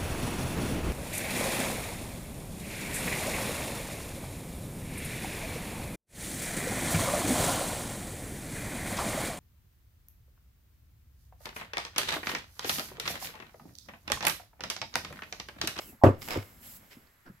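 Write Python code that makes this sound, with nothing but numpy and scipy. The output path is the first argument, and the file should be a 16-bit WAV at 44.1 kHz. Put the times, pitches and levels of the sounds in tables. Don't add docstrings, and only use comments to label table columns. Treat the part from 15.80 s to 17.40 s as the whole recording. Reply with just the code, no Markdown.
import sys
import numpy as np
from scipy import signal
from scipy.fft import rfft, irfft
from scipy.io import wavfile

SR = 44100
rng = np.random.default_rng(int(sys.argv[2]) if len(sys.argv) > 2 else 0)


def put_to_file(sound):
    columns = np.atleast_2d(sound).T
    safe = np.clip(columns, -1, 1)
    whole_steps = np.round(safe * 32767)
    wavfile.write(sys.argv[1], SR, whole_steps.astype(np.int16))


N = 70560
T = np.arange(N) / SR
HZ = np.maximum(np.arange(N // 2 + 1) * SR / N, 1)
AGE = np.arange(16384) / SR
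EVENT_HZ = np.maximum(np.arange(len(AGE) // 2 + 1) * SR / len(AGE), 1)

# (time [s], level [dB], paper block pitch [Hz], share to lowest mode [dB])
LANDINGS = [(0.1275, -50.5, 677.6, -19), (0.1311, -46.5, 250.2, -44), (0.2364, -2.5, 764, -24.5),
            (0.2395, -7.5, 327, -12), (0.2449, -6, 562, -6.5), (0.2587, -17, 306, -16),
            (0.2633, -8.5, 319, -16.5), (0.2672, -9.5, 580, -2), (0.2815, -15.5, 560, -12.5),
            (0.2888, -15, 480, -29), (0.3009, -27.5, 267, -10), (0.558, -26.5, 970, -26.5),
            (0.5620, -25.5, 395, -17), (0.5728, -24, 315, -1.5), (1.1689, -44.5, 245.5, -44),
            (1.468, -50.5, 639, -32), (1.474, -48, 283, -19), (1.4989, -41, 189, -16),
            (1.543, -56, 147.8, -5.5)]
CUTOFF_PER_PITCH = 1.48


def undb(db):
    return 10 ** (np.asarray(db) / 20)


def unit(x):
    return x / np.sqrt(np.mean(x ** 2))


def curve(points, at=EVENT_HZ):
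    hz, db = np.array(points).T
    return np.interp(np.log(at), np.log(hz), db)


def colour(pair, db, at=EVENT_HZ):
    # (frequency [Hz], side over mid [dB])
    side_levels = [(60, -9.5), (200, -13), (400, -8.5), (700, -1.5), (1250, 0), (2400, -3.5), (8000, -3.5),
                   (15000, -3.5)]
    mid, side = rfft(pair) * undb(db)
    width = undb(curve(side_levels, at))
    left_right = np.array([mid + width * side, mid - width * side]) / np.hypot(1, width)
    return unit(irfft(left_right))


def noise(db, at=EVENT_HZ):
    return colour(rng.standard_normal((2, 2 * len(at) - 2)), db, at)


def fade(age, t60_s):
    return (age >= 0) * np.exp(-np.log(1000) * np.maximum(age, 0) / t60_s)


def stroke(age, rise_s, hold_s, release_s):
    return np.clip(age / rise_s, 0, 1) * 10 ** (-np.maximum(age - rise_s - hold_s, 0) / release_s)


def friction(moves, spectrum):
    envelope = sum(undb(db) * stroke(T - start_s, *timing_s) for start_s, *timing_s, db in moves)
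    return envelope * noise(curve(spectrum, HZ), HZ)


def add(out, start_s, x):
    i = max(int(round(start_s * SR)), 0)
    out[:, i:i + x.shape[1]] += x[:, :N - i]


def air(level_db=-63.5):
    # (frequency [Hz], level [dB])
    spectrum = [(25, -1.5), (90, 0.5), (250, -10.5), (500, -19), (1000, -10), (1900, -9), (3000, -20),
                (6000, -24), (12000, -15.5), (16000, -20)]
    return undb(level_db) * noise(curve(spectrum, HZ), HZ)


def room(x, level_db=-17, t60_s=0.25, delay_s=0.0027):
    tail = noise(np.zeros(len(EVENT_HZ))) * fade(AGE - delay_s, t60_s)
    tail /= np.sqrt(np.sum(tail ** 2) / 2)
    return x + undb(level_db) * signal.fftconvolve(x, tail, axes=1)[:, :N]


def grips():
    # (start [s], rise [s], hold [s], release [s], level [dB])
    moves = [(0.0, 0.025, 0.12, 0.059, -58.5), (0.33, 0.096, 0.051, 0.13, -51),
             (0.62, 0.019, 0.41, 0.11, -60), (1.12, 0.043, 0.061, 0.11, -65)]
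    # (frequency [Hz], level [dB])
    spectrum = [(25, -15.5), (60, -4), (100, -4), (160, -7), (240, -4.5), (400, -19), (800, -18.5),
                (2000, -25), (16000, -69.5)]
    return friction(moves, spectrum)


def slides():
    # (start [s], rise [s], hold [s], release [s], level [dB])
    moves = [(-0.02, 0.029, 0.093, 0.07, -48), (0.37, 0.094, 0.024, 0.17, -45),
             (0.59, 0.026, 0.26, 0.092, -58), (0.80, 0.076, 0.094, 0.037, -46),
             (0.98, 0.044, 0.13, .25, -59.5)]
    # (frequency [Hz], level [dB])
    spectrum = [(300, -10), (1500, -12.5), (3500, -13.5), (6000, -10), (8000, -3), (11000, 0.5), (12300, 2),
                (15500, 0.5)]
    return friction(moves, spectrum)


def cover_boost_db():
    # (centre [Hz], half-width [Hz], boost [dB])
    peaks = [(2160, 128, 10.5), (2830, 390, 4.5), (5200, 212, 8)]
    return sum(db / (1 + ((EVENT_HZ - hz) / width_hz) ** 2) for hz, width_hz, db in peaks)


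def rubs(catches_per_s=1700, scatter_db=3, scrape_gain=0.5):
    # (start [s], rise [s], hold [s], release [s], level [dB], tilt [dB/octave])
    moves = [(0.0, 0.0017, 0.03, .05, -51, 0), (0.302, 0.018, 0.026, 0.15, -49.5, -4.5),
             (0.412, 0.0036, 0.046, 0.068, -47.5, 4.5), (0.472, 0.05, 0.026, 0.086, -35.5, -2),
             (0.595, 0.0093, 0.015, 0.44, -60.5, -0.5), (0.814, 0.018, 0.019, 0.21, -57, 1.5),
             (0.98, 0.033, 0.049, 0.16, -65.5, -2), (1.097, 0.02, .015, 0.053, -54, 0.5),
             (1.107, 0.05, .06, 0.29, -67, -2), (1.453, 0.0056, 0.034, 0.029, -55.5, -5)]
    # (frequency [Hz], level [dB])
    spectrum = [(30, -17), (90, -10.5), (250, -4), (550, 0), (1000, -2.5), (1500, -2), (2200, -8.5),
                (3200, -6), (4300, -9.5), (7000, -13), (12000, -13), (16000, -22)]
    out, shape = np.zeros((2, N)), (2, len(AGE))
    for start_s, *timing_s, db, tilt_db in moves:
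        catches = (rng.random(shape) < catches_per_s / SR) * np.sign(rng.standard_normal(shape))
        catches *= undb(scatter_db * rng.standard_normal(shape))
        rasp = unit(catches) + scrape_gain * rng.standard_normal(shape)
        spectrum_db = curve(spectrum) + cover_boost_db() + tilt_db * np.log2(EVENT_HZ)
        add(out, start_s, undb(db) * stroke(AGE, *timing_s) * colour(rasp, spectrum_db))
    return out


def scuffs():
    # (start [s], rise [s], hold [s], release [s], level [dB],
    #         centre [Hz], half-width [Hz], glide [Hz/s])
    drags = [(0.042, .015, .045, 0.025, -62.5, 3080, 180, -7500),
             (0.213, 0.014, 0.029, .004, -36, 864, 173, 1507),
             (0.047, 0.013, 0.043, 0.019, -57.5, 297, 135, 3),
             (0.2645, 0.00064, 0.0012, 0.02, -34.5, 2690, 450, -3),
             (0.558, 0.0021, 0.0105, 0.015, -37.5, 430, 111, 4),
             (0.832, 0.01, .02, 0.043, -67, 3200, 600, 0),
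             (1.105, 0.0068, 0.021, 0.063, -62.5, 2200, 504, 0),
             (1.270, 0.0017, 0.00091, 0.0056, -64.5, 4580, 506, 1.5),
             (1.453, 0.01, 0.022, 0.047, -56, 1400, 400, 1.5),
             (1.46, 0.0047, 0.011, 0.037, -72, 5100, 1004, -2.5)]
    out = np.zeros((2, N))
    for start_s, *timing_s, db, hz, width_hz, glide_hz_per_s in drags:
        band = noise(-20 * np.log10(1 + ((EVENT_HZ - hz) / width_hz) ** 4))
        chatter = np.real(signal.hilbert(band) * np.exp(1j * np.pi * glide_hz_per_s * AGE ** 2))
        add(out, start_s, undb(db) * stroke(AGE, *timing_s) * chatter)
    return out


def flicks(rise_s=0.00027, t60_s=0.017):
    # (time [s], level [dB], left minus right [dB])
    snaps = [(0.2363, -29.5, 3), (0.4191, -33.5, -1), (0.4271, -32, 4), (0.477, -34.5, 4), (0.4857, -26, 0),
             (0.5069, -25, -2), (0.516, -29, 5), (0.5238, -32, -4), (0.533, -31, -7), (0.546, -56, -12),
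             (0.5729, -32.5, 2.5), (0.6272, -41.5, 2), (1.109, -71, 9), (1.1243, -56, 6),
             (1.272, -66.5, -11)]
    # (frequency [Hz], level [dB])
    spectrum = [(150, -11.5), (500, 3.5), (1200, 1), (1700, -3.5), (3300, -7), (4300, -7), (6500, -12.5),
                (8500, -9.5), (12000, -10), (16000, -19)]
    out = np.zeros((2, N))
    spectrum_db = curve(spectrum) + cover_boost_db()
    envelope = np.minimum(AGE / rise_s, 1) * fade(AGE, t60_s)
    for start_s, db, pan_db in snaps:
        pan = undb([[pan_db / 2], [-pan_db / 2]])
        add(out, start_s, undb(db) * pan * envelope * noise(spectrum_db))
    return out


def mode(hz, t60_s, times_s, amplitudes, load_s=0.003, spread_rad_per_khz=0.53):
    push = np.zeros(N)
    push[np.round(times_s * SR).astype(int)] = amplitudes ** 2
    drain_pole = np.exp(-2 * np.log(1000) / (t60_s * SR))
    load_pole = np.exp(-1 / (load_s * SR))
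    energy = signal.lfilter([1 - load_pole], np.poly([drain_pole, load_pole]), push + 1e-18)
    channel_rad = np.array([[-0.5], [0.5]]) * spread_rad_per_khz * hz / 1000
    return np.sqrt(energy) * np.sin(2 * np.pi * (hz * T + rng.random()) + channel_rad)


def tabletop(ring_db=-17.5, drum_hz=99.5, drum_t60_s=0.19):
    # (frequency [Hz], level [dB], t60 [s])
    wood_modes = [(127.44, 6, .11), (229, -6, 0.16), (274, -0.5, 0.12), (317.7, -7.5, .13),
                  (354.6, -1, 0.16), (384.7, -4.5, 0.083), (439.4, -3.5, .14), (528.5, -7, 0.22),
                  (563.6, 0.5, 0.096), (590, -6, 0.094), (704, -3, .1), (883.5, -4, 0.13), (1028, -11, .12),
                  (1144.4, -2, 0.14), (1375, -16, 0.098)]
    times_s, db, pitch_hz, drum_db = np.array(LANDINGS).T
    ring = np.zeros((2, N))
    for hz, mode_db, t60_s in wood_modes:
        rolloff = np.hypot(1, (hz / (CUTOFF_PER_PITCH * pitch_hz)) ** 2)
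        ring += mode(hz, t60_s, times_s, undb(db + mode_db) / rolloff)
    drum = mode(drum_hz, drum_t60_s, times_s, undb(db + drum_db))
    return undb(ring_db) * ring + drum


def landings(rise_cycles=0.74, left_lag_s=0.00018, clap_t60_s=0.16):
    # (frequency [Hz], level [dB])
    clap_spectrum = [(25, -17), (60, -8.5), (120, -2.5), (200, -8.5), (400, -4), (800, -7), (1150, -1),
                     (1600, -5), (3000, -14), (6000, -10), (12000, 2.5), (16000, -6)]
    out = np.zeros((2, N))
    for start_s, db, pitch_hz, _ in LANDINGS:
        cycles = np.maximum(AGE - np.array([[left_lag_s], [0]]), 0) * pitch_hz
        swell = cycles / rise_cycles
        knock = swell * np.exp(1 - np.minimum(swell, 50)) * np.sin(2 * np.pi * cycles)
        lowpass_db = -20 * np.log10(1 + (EVENT_HZ / (CUTOFF_PER_PITCH * pitch_hz)) ** 2)
        clap = noise(curve(clap_spectrum) + lowpass_db) * np.minimum(cycles, 1) * fade(AGE, clap_t60_s)
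        clap_db = -15 + 0.13 * db
        add(out, start_s, undb(db) * (knock + undb(clap_db) * clap))
    return out


def scene():
    books = landings() + tabletop() + flicks() + rubs() + scuffs() + slides() + grips()
    return room(books) + air()


def record(dry, top_hz=15850):
    # (frequency [Hz], left minus right [dB])
    balance = [(60, 2), (180, 0.5), (400, -0.5), (1200, -2), (2400, -0.5), (4400, -7.5), (8000, -1),
               (15000, 0.5)]
    # (centre [Hz], half-width [Hz], depth [dB])
    dips = [(9538, 722, 28), (14400, 650, 28.5)]
    balance_db = np.array([[0.5], [-0.5]]) * curve(balance, HZ)
    dips_db = sum(db * np.exp(-((HZ - hz) / width_hz) ** 2) for hz, width_hz, db in dips)
    heard = irfft(rfft(dry) * undb(balance_db - dips_db), N)
    return signal.sosfilt(signal.ellip(10, 0.2, 80, top_hz, fs=SR, output="sos"), heard)


dry = scene()
out = record(dry)
put_to_file(out)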